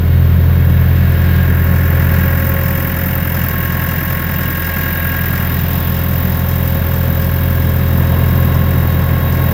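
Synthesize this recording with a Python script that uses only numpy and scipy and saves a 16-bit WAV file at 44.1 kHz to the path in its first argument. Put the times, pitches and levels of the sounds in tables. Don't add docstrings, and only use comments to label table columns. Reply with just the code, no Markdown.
import sys
import numpy as np
from scipy import signal
from scipy.fft import rfft, irfft, next_fast_len
from scipy.io import wavfile
from scipy.ndimage import map_coordinates

SR = 44100
rng = np.random.default_rng(int(sys.argv[2]) if len(sys.argv) > 2 else 0)


def dump(signal):
    limited = np.clip(np.atleast_2d(signal).T, -1, 1)
    pcm = np.round(limited * 32767).astype(np.int16)
    wavfile.write(sys.argv[1], SR, pcm)


N = 420273
TIME = np.arange(N) / SR

# relative rumble, knock, cover ring and tick, all in dB.
CYLINDER_DB = [(-.5, 0, 0, -.7), (4, .7, -10, .5), (-1.5, 0, -8, .3), (-2, -.5, -10, -.2)]
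# time in seconds, openness in dB (0 is full sight).
ENGINE_SIGHT = [(0.0, -12.5), (2.7, 0.0), (5.25, -0.3), (9.2, -5.0), (9.53, -2.3)]
LOUVRES_HIDDEN_S = (1.42, 1.52, 2.75, 4.9)


def amp(db):
    return 10 ** (np.asarray(db) / 20)


def unit(x):
    return x / np.sqrt(np.mean(x ** 2) + 1e-20)


def curve(points):
    return np.interp(TIME, *np.transpose(points))


def during(stretch):
    return np.interp(TIME, stretch, [0, 1, 1, 0])


def passing(at_s, width_s):
    return np.exp(-((TIME - at_s) / width_s) ** 2)


def colour(x, points, share=1):
    size = next_fast_len(N + 8192)
    hz, db = np.transpose(points)
    log_hz = np.log(np.fft.rfftfreq(size, 1 / SR) + 1)
    gain = amp(share * np.interp(log_hz, np.log(hz + 1), db))
    return irfft(rfft(x, size) * gain, size)[:N]


def wander(rate):
    knots = rng.standard_normal(8192)
    coarse = TIME[::32]
    return unit(np.interp(TIME, coarse, map_coordinates(knots, [coarse * rate], mode="wrap")))


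def tone(turns, waver):
    unsteady = 1 + waver * (wander(14) + 1j * wander(14))
    return np.sqrt(2) * np.real(np.exp(2j * np.pi * turns) * unsteady)


def reach(db, pipe=0, sight=0, back_db=0):
    # time in seconds, relative level in dB.
    pipe_db = [(0.0, -3), (0.15, 0.0), (2.2, -3.5), (2.85, -9), (4.55, -11.5), (5.85, -7.6), (8.15, -4),
               (9.53, -6.5)]
    stepped_back = np.interp(TIME, (7.8, 8.02), [0, 1])
    return amp(db + pipe * curve(pipe_db) + sight * curve(ENGINE_SIGHT) + back_db * stepped_back)


def echoed(envelope):
    share = np.clip(.02 - .062 * curve(ENGINE_SIGHT), 0, 1)
    return np.sqrt((1 - share) * envelope ** 2 + share)


def shudder(firing, repeat, memory):
    size = 4096
    cycle = firing / len(CYLINDER_DB) + 1
    pattern = rng.standard_normal((int(cycle[-1]) + 2, size))
    for k in range(1, len(pattern)):
        pattern[k] = memory * pattern[k - 1] + np.sqrt(1 - memory ** 2) * pattern[k]
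    alike = np.interp(cycle * size, np.arange(pattern.size), pattern.ravel())
    return np.sqrt(repeat) * unit(alike) + np.sqrt(1 - repeat) * rng.standard_normal(N)


def blows(firing, cylinder_db, delay_s, rise_s, t60_s, uneven_db):
    at = np.flatnonzero(np.diff(np.floor(firing)))
    power = np.zeros(N)
    power[at] = amp(np.resize(cylinder_db, len(at)) + uneven_db * rng.standard_normal(len(at))) ** 2
    age = np.maximum(TIME[:SR // 8] - delay_s, 0)
    shape = (1 - np.exp(-age / rise_s)) * np.exp(-np.log(1000) * age / t60_s)
    return unit(np.sqrt(abs(signal.oaconvolve(power, shape ** 2)[:N])))


def fan(firing):
    # frequency in Hz, relative level in dB.
    rush_spectrum = [(150, -25), (400, -4.5), (1000, -4), (2000, -7.5), (3500, -20.5), (8000, -55)]
    hiss_spectrum = [(1200, -3.5), (2200, 3), (2750, 7), (3200, 4), (3850, 4), (4300, -5), (5100, -6),
                     (6500, -25), (8000, -45)]
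    # time and half width in seconds, boost in dB.
    flares = [(1.35, .4, 3), (2.15, .2, 4), (5.75, .25, 3.5)]
    # multiple of the firing rate, relative level in dB.
    tone_orders = [(4.39, -29.5), (17, -48), (24, -48), (34, -47.5), (38.5, -49.5), (45, -50), (91, -57)]
    louvres_db = sum(db * passing(s, width) for s, width, db in flares) - 5.2 * during(LOUVRES_HIDDEN_S)
    rush = amp(-38.5) * unit(colour(rng.standard_normal(N), rush_spectrum))
    hiss = unit(colour(rng.standard_normal(N), hiss_spectrum))
    tones = sum(amp(db - 3.5) * tone(k * firing, waver=.37) for k, db in tone_orders)
    return rush + reach(db=-37.5, sight=.35) * amp(louvres_db) * hiss + tones


def rotors(firing):
    # time in seconds, level in dB.
    first_db = [(0.0, -40), (1.55, -38.5), (2.55, -28.6), (3.45, -39.5), (5.15, -37.5), (5.45, -55.9),
                (5.8, -37.0), (6.85, -31.5), (9.53, -33)]
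    second_db = [(0.0, -49), (1.7, -38), (2.9, -34.5), (3.1, -50), (3.55, -33), (6.15, -38.5), (7.8, -41.4),
                 (8.35, -35.0), (9.53, -34)]
    third_db = [(0, -52), (.75, -44), (1.4, -30.5), (1.9, -41), (2.3, -32), (2.7, -40), (4.5, -29.5),
                (5.2, -27.5), (5.8, -42), (6.8, -46), (7.6, -35), (8, -41), (9.53, -39)]
    # multiple of the lobe rate, base level in dB, dB gained on stepping back.
    whistles = [(6, -47.5, 0), (7, -48, 4.5)]
    # multiple of the lobe rate, level in dB.
    overtones = [(4, -49.5), (8, -59.5)]
    lobes_per_firing = 12.839
    crank = np.sin(np.pi * firing)
    jerk = .014 * np.sin(2 * np.pi * firing) + .0074 * crank
    lobes = lobes_per_firing * firing + jerk + .0068 * wander(20)
    flutter = 1 + .3 * crank
    gains = [amp(curve(first_db)), amp(curve(second_db)), amp(curve(third_db)) * flutter]
    whine = sum(gain * tone(k * lobes, waver=.049) for k, gain in enumerate(gains, 1))
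    whistle = sum(reach(db, sight=.5, back_db=back) * tone(k * lobes, waver=.13)
                  for k, db, back in whistles)
    faint = sum(amp(db) * tone(k * lobes, waver=.4) for k, db in overtones)
    return whine + amp(-2.5 * during(LOUVRES_HIDDEN_S)) * whistle + faint


def injectors(firing):
    # frequency in Hz, relative level in dB.
    tick_spectrum = [(8000, -55), (10000, -26), (11000, -18), (12000, -9), (12800, -5.5), (13700, -2.5),
                     (14350, 1.5), (15000, 0), (19000, -47)]
    # start in seconds, peak level in dB.
    snaps = [(1.906, -13), (3.154, -9), (3.486, -6), (6.677, -10.5)]
    tick_db = np.transpose(CYLINDER_DB)[-1]
    burst = blows(firing, tick_db, delay_s=.0002, rise_s=.0015, t60_s=.085, uneven_db=1.15)
    grit = amp(.6 * wander(1400)) * rng.standard_normal(N)
    ticks = reach(db=-24.6, sight=.95) * unit(colour(echoed(burst) * grit, tick_spectrum))
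    age = TIME[:SR // 50]
    snap = np.sin(2 * np.pi * 14300 * age) * np.exp(-(age / .002) ** 2)
    for start_s, db in snaps:
        ticks[round(start_s * SR):][:len(snap)] += amp(db) * snap
    return ticks


def combustion(firing):
    # frequency in Hz, relative level in dB.
    block_spectrum = [(330, -31), (500, 0.5), (590, -0.5), (690, -3), (830, -5.5), (1000, -3), (1200, -7),
                      (1400, -8.5), (2600, -33), (8000, -42)]
    knock_spectrum = [(950, -38), (1400, -2.5), (1550, -0.5), (1700, 1), (1870, 0.2), (2020, -3.5),
                      (2200, -4), (2450, -11), (2780, -11), (3050, -18), (4600, -52)]
    rattle_spectrum = [(2500, -42), (4500, -5.5), (5200, 1), (5900, -3.5), (7200, -3.5), (8300, -9),
                       (9600, -6.5), (14000, -34)]
    _, knock_db, cover_db, _ = np.transpose(CYLINDER_DB)
    soft = blows(firing, knock_db, delay_s=.0038, rise_s=.0041, t60_s=.26, uneven_db=1)
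    hard = blows(firing, knock_db, delay_s=.003, rise_s=.002, t60_s=.095, uneven_db=.6)
    ring = blows(firing, cover_db, delay_s=.00096, rise_s=.0023, t60_s=.055, uneven_db=.7)
    sharp = blows(firing, knock_db, delay_s=.0017, rise_s=.003, t60_s=.1, uneven_db=1.9)
    block = unit(colour(soft * shudder(firing, repeat=.5, memory=.95), block_spectrum))
    knock = unit(colour(echoed(hard) * shudder(firing, repeat=.88, memory=.96), knock_spectrum))
    valve_cover = ring * tone(66 * firing + .5 * wander(45), waver=.15)
    rattle = unit(colour(echoed(sharp) * shudder(firing, repeat=.2, memory=.91), rattle_spectrum))
    facing_block = during((.3, 1.25, 5.48, 5.65))
    facing_cover = during((2.8, 3.2, 5.4, 5.7))
    clatter = (reach(db=-28, pipe=.32, sight=.5, back_db=3.5) * block
               + reach(db=-32.2, sight=.42, back_db=2) * amp(5.5 * facing_block) * knock
               + reach(db=-48.3, sight=.45, back_db=2) * amp(6.3 * facing_cover) * valve_cover
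               + reach(db=-42.5, sight=.91) * rattle)
    door_db = 2 * passing(at_s=2.14, width_s=.28)
    return amp(door_db) * clatter


def exhaust(firing):
    # frequency in Hz, relative level in dB.
    rumble_spectrum = [(20, -22), (45, -18), (70, -9.5), (100, -5.5), (135, -0.5), (175, 0), (215, -6.5),
                       (260, -7), (340, -16), (600, -62)]
    panel_spectrum = [(230, -23), (320, -1), (380, 1), (470, -3.5), (650, -36), (4000, -37), (8000, -44)]
    # multiple of the firing rate, relative level in dB.
    frame_orders = [(3.5, -9.5), (3.75, -13.5), (4, -12), (4.25, -10), (5, -14.5)]
    boom = reach(db=-9.8, pipe=1) * tone(2 * firing, waver=.015)
    throb = reach(db=-24, pipe=.55) * tone(firing, waver=.015)
    late = firing - .1
    node_db = -8 * passing(at_s=4.77, width_s=.3)
    swell_db = -6 * np.maximum(1 - TIME / .16, 0)
    drone = reach(db=-14, pipe=.96, back_db=2) * amp(node_db + swell_db) * tone(3 * late, waver=.065)
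    shake = sum(amp(db) * tone(k * late, waver=.14) for k, db in frame_orders)
    rumble_db = np.transpose(CYLINDER_DB)[0]
    thump = blows(firing, rumble_db, delay_s=.0011, rise_s=.0013, t60_s=.34, uneven_db=.2)
    rumble = amp(-1.5) * unit(colour(thump * shudder(firing, repeat=.23, memory=.943), rumble_spectrum))
    panel = unit(colour(shudder(firing, repeat=.41, memory=.96), panel_spectrum))
    housing = (reach(db=-16.3, pipe=.6, sight=.37, back_db=2.5) * (rumble - shake)
               + reach(db=-31, pipe=.44, sight=.05, back_db=1.5) * panel)
    return housing - throb - boom - drone


def scene():
    # time in seconds, firings per second.
    firing_rate = [(0, 42.193), (1.9, 42.343), (3.7, 42.253), (4.8, 42.339), (8.2, 42.305), (9.53, 42.392)]
    # frequency in Hz, lean to the left in dB before scaling.
    port_tilt = [(1700, 0), (2750, 1.5), (4200, 7), (6400, 9), (7500, 2.5), (8500, -1), (9800, -2.5),
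                 (12000, -3), (14000, 0.5)]
    firing = np.cumsum(curve(firing_rate)) / SR - .275
    machine = exhaust(firing) + combustion(firing) + injectors(firing) + rotors(firing) + fan(firing)
    return np.array([colour(machine, port_tilt, share=.4), colour(machine, port_tilt, share=-.66)])


def record(dry):
    ceiling, edge_hz = .95, 15850
    rounded = dry / (1 + (dry / ceiling) ** 12) ** (1 / 12)
    lowpass = signal.firwin(801, edge_hz, window=("kaiser", 9), fs=SR)
    return signal.oaconvolve(rounded, lowpass[None], "same")


dry = scene()
out = record(dry)
dump(out)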